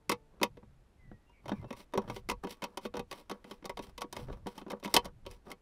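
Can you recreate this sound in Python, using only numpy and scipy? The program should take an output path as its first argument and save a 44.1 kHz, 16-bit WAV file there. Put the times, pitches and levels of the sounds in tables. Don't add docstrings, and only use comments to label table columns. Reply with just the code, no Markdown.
import sys
import numpy as np
from scipy import signal
from scipy.fft import rfft, irfft
from scipy.io import wavfile

SR = 44100
rng = np.random.default_rng(int(sys.argv[2]) if len(sys.argv) > 2 else 0)


def to_wav(s):
    ch = np.atleast_2d(s).T
    pcm = np.round(np.clip(ch, -1, 1) * 32767)
    wavfile.write(sys.argv[1], SR, pcm.astype(np.int16))


N = 247401

# (time [s], relative level [dB], hardness [dB]); hardness 0 a sharp tick, -20 a soft push
TRIM_BLOWS = [(0.094, -26, -0.5), (0.114, -30.5, -2.5), (0.119, -32.5, -1), (0.399, -53, -12),
              (0.414, -30, -9.5), (0.43, -22.5, -1), (0.57, -49, -10.5), (0.628, -53.5, -23.5),
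              (1.114, -55.5, -15), (1.294, -64.5, -6), (1.456, -43.5, -7), (1.48, -41.5, -5),
              (1.492, -37.5, -7.5), (1.517, -29.5, -16), (1.626, -49.5, -16), (1.642, -47, -15),
              (1.705, -37.5, -7), (1.727, -43, -3.5), (1.923, -56, -7), (1.936, -34, -6), (1.951, -36, -16),
              (1.975, -22.5, -8.5), (2.017, -53, -5.5), (2.077, -46.5, -8.5), (2.098, -34.5, -6),
              (2.162, -40.5, -5), (2.288, -33, -3), (2.297, -32, 0), (2.312, -32, -4), (2.445, -37.5, -9),
              (2.47, -39, -7.5), (2.62, -41, -3.5), (2.628, -40.5, -7), (2.639, -35, -2), (2.772, -36, -1),
              (2.851, -32.5, -8.5), (2.939, -37, -9.5), (2.953, -42, -7.5), (2.968, -35.5, -4.5),
              (2.993, -33, -6), (3.112, -40.5, -0.5), (3.125, -39.5, -2.5), (3.296, -37, -3.5),
              (3.312, -33, -6.5), (3.442, -45, -7), (3.468, -58, -17), (3.51, -42.5, -1.5),
              (3.624, -53, -10.5), (3.643, -40, -10.5), (3.654, -39, 0), (3.694, -35, -4),
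              (3.771, -41, -2.5), (3.791, -38, -7.5), (3.978, -40.5, -2), (4.008, -44, -1),
              (4.017, -36.5, -1.5), (4.042, -45.5, -23), (4.126, -42.5, 2), (4.165, -39, -1.5),
              (4.19, -44, -18), (4.283, -46.5, -15), (4.298, -45, -15), (4.326, -46.5, -5.5),
              (4.46, -42, -18), (4.468, -38.5, -3), (4.578, -45.5, -1), (4.614, -44.5, -11.5),
              (4.664, -44.5, -19), (4.68, -50, -7.5), (4.7, -40.5, -5), (4.704, -42, -2),
              (4.716, -43, -2.5), (4.73, -37, -27), (4.798, -61.5, 0.5), (4.827, -45.5, -10),
              (4.846, -37.5, -2), (4.856, -38, -6.5), (4.876, -40.5, -5.5), (4.94, -23, 3),
              (4.952, -30.5, -1), (4.9639, -20.5, 1.5), (5.045, -50.5, 0), (5.054, -42, -0.5),
              (5.252, -54.5, -8.5), (5.263, -40.5, -5), (5.311, -59, 5), (5.469, -55.5, -18.5),
              (5.502, -58, 2), (5.515, -47.5, 2)]
BLOW_TIMES_S = np.array(TRIM_BLOWS)[:, 0]
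CONTACT_RISE_S, THUD_T60_S, KNOCK_T60_S, CRACK_T60_S = 0.0012, 0.035, 0.042, 0.031


def amp(db):
    return 10 ** (np.asarray(db) / 20)


def rms_one(x):
    return x / np.sqrt(np.mean(x ** 2) + 1e-20)


def in_time(rows):
    s, *columns = np.transpose(rows)
    return [np.interp(np.arange(N) / SR, s, c) for c in columns]


def coloured(x, spectrum):
    hz, level_db = np.transpose(spectrum)
    grid_hz = np.linspace(1, SR / 2, 4097)
    gain = amp(np.interp(np.log(grid_hz), np.log(hz), level_db))
    cepstrum = irfft(np.log(gain / np.sqrt(np.mean(gain ** 2))))
    cepstrum[1:4096] *= 2
    cepstrum[4097:] = 0
    impulse = irfft(np.exp(rfft(cepstrum)))
    return signal.fftconvolve(x, impulse)[:N]


def low_pass(x, hz):
    return signal.sosfilt(signal.butter(4, hz, fs=SR, output="sos"), x)


def resonance(x, hz, width_hz):
    r = np.exp(-np.pi * width_hz / SR)
    b = np.array([1, 0, -1]) * (1 - r * r) / 2
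    a = [1, -2 * r * np.cos(2 * np.pi * hz / SR), r * r]
    return signal.lfilter(b, a, x)


def grit(per_s, spread_db):
    sizes = amp(spread_db * np.minimum(rng.exponential(1, N), 4)) * rng.choice([-1, 1], N)
    return rms_one(sizes * (rng.random(N) < per_s / SR))


def swells(rows, rise_share):
    t = np.arange(N) / SR
    out = np.zeros((len(rows[0]) - 2, N))
    for s, half, *levels_db in rows:
        rise, fall = half * np.sqrt(rise_share), half / np.sqrt(rise_share)
        near = slice(max(round((s - 3 * rise) * SR), 0), round((s + 3 * fall) * SR))
        bell_db = -14.0 * ((t[near] - s) / np.where(t[near] < s, rise, fall)) ** 2
        out[:, near] += amp(np.add.outer(levels_db, bell_db))
    return out


def air():
    # (frequency [Hz], relative density [dB])
    air_curve = [(12, -22.5), (20, 13.5), (51, -30), (174, -8), (500, -14.5), (1500, -23.5), (2500, -28),
                 (6000, -36), (12500, -39.5), (14000, -64.5)]
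    rms_db = -68.5
    return amp(rms_db) * coloured(rng.standard_normal(N), air_curve)


def hum():
    # (time [s], fundamental [Hz], relative level [dB])
    hum_course = [(0, 149.8, -79), (.2, 146.5, -68), (.33, 148.6, -77), (.42, 142, -97)]
    # (multiple of the fundamental [1], relative level [dB])
    hum_orders = [(1, -3), (2, -5), (3, 0), (4, -10), (6, -3), (12, -20)]
    hz, level_db = in_time(hum_course)
    phase = 2 * np.pi * np.cumsum(hz) / SR
    harmonics = sum(amp(db) * np.sin(k * phase + k * k) for k, db in hum_orders)
    return amp(level_db) * harmonics


def handling():
    # (peak time [s], mean of rise and fall [s], rumble level [dB], boom level [dB])
    grip_changes = [(.15, 0.056, -79, -56.5), (.5, 0.088, -76.5, -59), (.72, 0.18, -67, -66),
                    (1.11, 0.075, -61, -56), (1.5, 0.052, -55.5, -50), (1.63, 0.061, -57, -42),
                    (1.76, 0.022, -56, -58.5), (2.1, 0.097, -60, -48), (2.32, 0.17, -52, -66),
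                    (3.01, 0.12, -63, -65), (3.88, 0.16, -56.5, -72), (4.24, 0.091, -59, -51),
                    (4.315, 0.046, -48.5, -48), (4.4, 0.15, -53.5, -64), (4.98, 0.028, -46, -76),
                    (5.1, 0.12, -55, -61), (5.3, .09, -54, -62.5)]
    grip_rumble_db, grip_boom_db = -66.5, -85
    boom_hz, boom_width_hz = 112, 26
    bump, thump = swells(grip_changes, rise_share=1.6)
    rumble_band = signal.butter(2, [14, 65], "band", fs=SR, output="sos")
    rumble = signal.sosfilt(rumble_band, rng.standard_normal(N))
    boom = low_pass(resonance(grit(790, 3.7), boom_hz, boom_width_hz), 220)
    rumble_gain = bump + amp(grip_rumble_db)
    boom_gain = thump + amp(grip_boom_db)
    return rumble_gain * rms_one(rumble) + boom_gain * rms_one(boom)


def chatter(levels_db, rise_s, t60_s):
    out = np.full(N + SR, 1e-9)
    t = np.arange(SR // 8) / SR
    shape = amp(-60 * t / t60_s) * np.minimum(t / rise_s, 1)
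    for s, level_db in zip(BLOW_TIMES_S, levels_db):
        out[round(s * SR):][:len(t)] += amp(level_db) * shape
    return out[:N]


def pushes(levels_db):
    push_db, push_lag_s = 16, .002
    out = np.zeros(N)
    out[((BLOW_TIMES_S + push_lag_s) * SR).astype(int)] = -amp(levels_db + push_db)
    return out


def rattles():
    rattles_per_s, rattle_db = 53, -3.5
    slip_db = 1.8 * rms_one(low_pass(rng.standard_normal(N), 120))
    decay = amp(-60 / (THUD_T60_S * SR))
    flares = rms_one(signal.lfilter([1], [1, -decay], np.abs(grit(rattles_per_s, 3.4))))
    return amp(slip_db) * (1.2 + amp(rattle_db) * flares)


def panel(modes, force, push, rub, spread_db, tilt_db):
    hand_damping_hz = 15
    latest_blow = np.maximum(np.searchsorted(BLOW_TIMES_S * SR, np.arange(N), "right") - 1, 0)
    octaves = np.log2(np.array(modes)[:, 0])
    place_db = spread_db * rng.normal(0, 1, (len(TRIM_BLOWS), len(modes)))
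    place_db = place_db + np.outer(tilt_db, octaves - octaves.mean())
    contacts = grit(6000, 0.81), grit(6000, 4.5)
    out = np.zeros(N)
    for k, (hz, bare_width_hz, level_db) in enumerate(modes):
        width_hz = bare_width_hz + hand_damping_hz
        touch = contacts[k % 2]
        drive = (force * touch + push) * amp(place_db[latest_blow, k]) + rub * touch
        gain = (-1) ** k * amp(level_db) / np.sqrt(width_hz / SR)
        out += gain * resonance(drive, hz, width_hz)
    return out


def trim():
    # (frequency [Hz], width without the hand [Hz], relative level [dB])
    low_modes = [(187, 4.8, -5), (206, 13, 2.5), (238.8, 7.2, 4), (291, 55, 3), (384.3, 15, 5),
                 (483.3, 10, 2), (553, 28, 3), (703.5, 120, -1), (781, 16, -7), (870, 23, -4),
                 (954.4, 26, 1.5), (1113.6, 13, -3), (1160, 8.4, -10.5), (1449, 23, -21.5)]
    high_modes = [(1530, 110, -17), (2080, 160, -8.5), (2120, 190, 4), (2548, 160, 2.5), (3093, 310, 5),
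                  (3666, 110, 0), (4050, 400, -7.5), (5290, 350, -11), (5600, 120, -7), (6050, 350, -23)]
    # (frequency [Hz], relative density [dB])
    crack_curve = [(1500, -18), (3000, -12), (5000, 7), (7500, -3), (10000, 0), (13000, -5), (15300, -9),
                   (16500, -13)]
    scrape_curve = [(900, -18), (1500, -19), (2100, -5.5), (3500, -5.5), (5800, -4), (6500, -17),
                    (7500, -11.5), (10000, -10), (13500, -15), (15500, -13.5), (16500, -27)]
    # (peak time [s], mean of rise and fall [s], relative scrape level [dB], relative rub level [dB])
    strokes = [(0.36, 0.043, -109, -67), (1.555, 0.11, -75, -60), (1.695, 0.016, -73, -60.5),
               (1.8, 0.039, -59.5, -58), (2.035, 0.061, -79, -56), (2.11, 0.029, -65, -51.5),
               (2.165, 0.038, -59, -62), (2.442, 0.01, -60.5, -41.5), (2.518, .041, -59, -61),
               (2.68, .1, -79.5, -62), (2.848, 0.03, -58, -53), (2.97, 0.025, -70, -48),
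               (3.171, 0.065, -64, -58.5), (3.35, 0.064, -79, -61), (3.515, 0.063, -67.5, -60.5),
               (3.838, 0.025, -59, -57.5), (3.885, .03, -69.5, -60.5), (4.18, 0.047, -62.5, -53),
               (4.23, 0.025, -65, -61), (4.32, .092, -76, -60), (4.505, 0.048, -66.5, -60),
               (4.59, 0.039, -64, -57), (4.725, 0.06, -79, -56), (4.85, 0.014, -49.5, -58),
               (4.925, 0.031, -61.5, -55.5), (5.055, 0.039, -72, -51), (5.325, 0.046, -65, -60),
               (5.471, 0.024, -74.5, -60), (5.511, 0.024, -68.5, -49)]
    thud_top_hz, panel_top_hz = 1670, 6050
    knock_db, crack_db, crack_db_per_hardness_db = -15, 0, 2.24
    thud_tilt, knock_tilt = 1, 0.12
    tilt_flat_db = -7.5

    _, level_db, hard_db = np.transpose(TRIM_BLOWS)
    scrape, rub = swells(strokes, rise_share=1.1) * amp(-4.5) * rattles()
    thud_tilt_db = np.clip(thud_tilt * (hard_db - tilt_flat_db), -4, 4)
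    knock_tilt_db = np.clip(knock_tilt * (hard_db - tilt_flat_db), -4, 4)

    thuds = amp(-5) * chatter(level_db, CONTACT_RISE_S, THUD_T60_S)
    thud = amp(-10) * panel(low_modes, thuds, pushes(level_db), amp(-5.5) * rub,
                            spread_db=2.8, tilt_db=thud_tilt_db)
    knocks = chatter(level_db + hard_db, CONTACT_RISE_S, KNOCK_T60_S)
    knock = amp(knock_db) * panel(high_modes, knocks, 0, amp(-1.5) * scrape,
                                  spread_db=3.0, tilt_db=knock_tilt_db)
    cracks = chatter(level_db + crack_db_per_hardness_db * hard_db, CONTACT_RISE_S, CRACK_T60_S)
    crack = amp(crack_db) * coloured(cracks * grit(9000, 4.0), crack_curve)
    drag = coloured(scrape * grit(16000, 2.5), scrape_curve)
    body = low_pass(thud, thud_top_hz) + low_pass(knock, panel_top_hz)
    return body + crack + drag


def bird():
    # (start [s], end [s], start pitch [Hz], end pitch [Hz], relative level [dB], rms warble [Hz])
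    notes = [(0.971, 1.191, 2088, 1843, -70, 31), (1.172, 1.277, 1950, 1930, -81, 38),
             (1.26, 1.35, 2750, 2850, -75.5, 14), (1.32, 1.423, 2370, 2240, -69.5, 150),
             (1.528, 1.601, 2350, 2300, -65.5, 104), (1.585, 1.636, 2100, 2050, -66.5, 50),
             (1.637, 1.738, 2630, 2750, -71, 14)]
    out = np.zeros(N)
    shake = rms_one(signal.lfilter(*signal.butter(2, 300, fs=SR), rng.standard_normal(N)))
    for start_s, end_s, start_hz, end_hz, level_db, warble_hz in notes:
        note = slice(round(start_s * SR), round(end_s * SR))
        hz = np.linspace(start_hz, end_hz, note.stop - note.start) + warble_hz * shake[note]
        whistle = np.sin(2 * np.pi * np.cumsum(hz) / SR)
        out[note] += amp(level_db) * signal.windows.tukey(len(hz), .4) * whistle
    return out


def cabin(x):
    t60_s, build_up_s, tail_db, upholstery_hz = 0.061, 0.027, -20.5, 2230
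    t = np.arange(SR // 4) / SR
    tail = rng.standard_normal(len(t)) * amp(-60 * t / t60_s) * np.minimum(t / build_up_s, 1)
    tail = signal.lfilter(*signal.butter(1, upholstery_hz, fs=SR), tail)
    tail /= np.sqrt(np.sum(tail ** 2))
    return x + amp(tail_db) * signal.fftconvolve(x, tail)[:N]


def scene():
    in_cabin = cabin(trim() + bird() + hum())
    return (in_cabin + handling() + air())[None]


def record(dry):
    stop_hz = 16900
    return signal.sosfilt(signal.cheby2(12, 70, stop_hz, fs=SR, output="sos"), dry)


dry = scene()
out = record(dry)
to_wav(out)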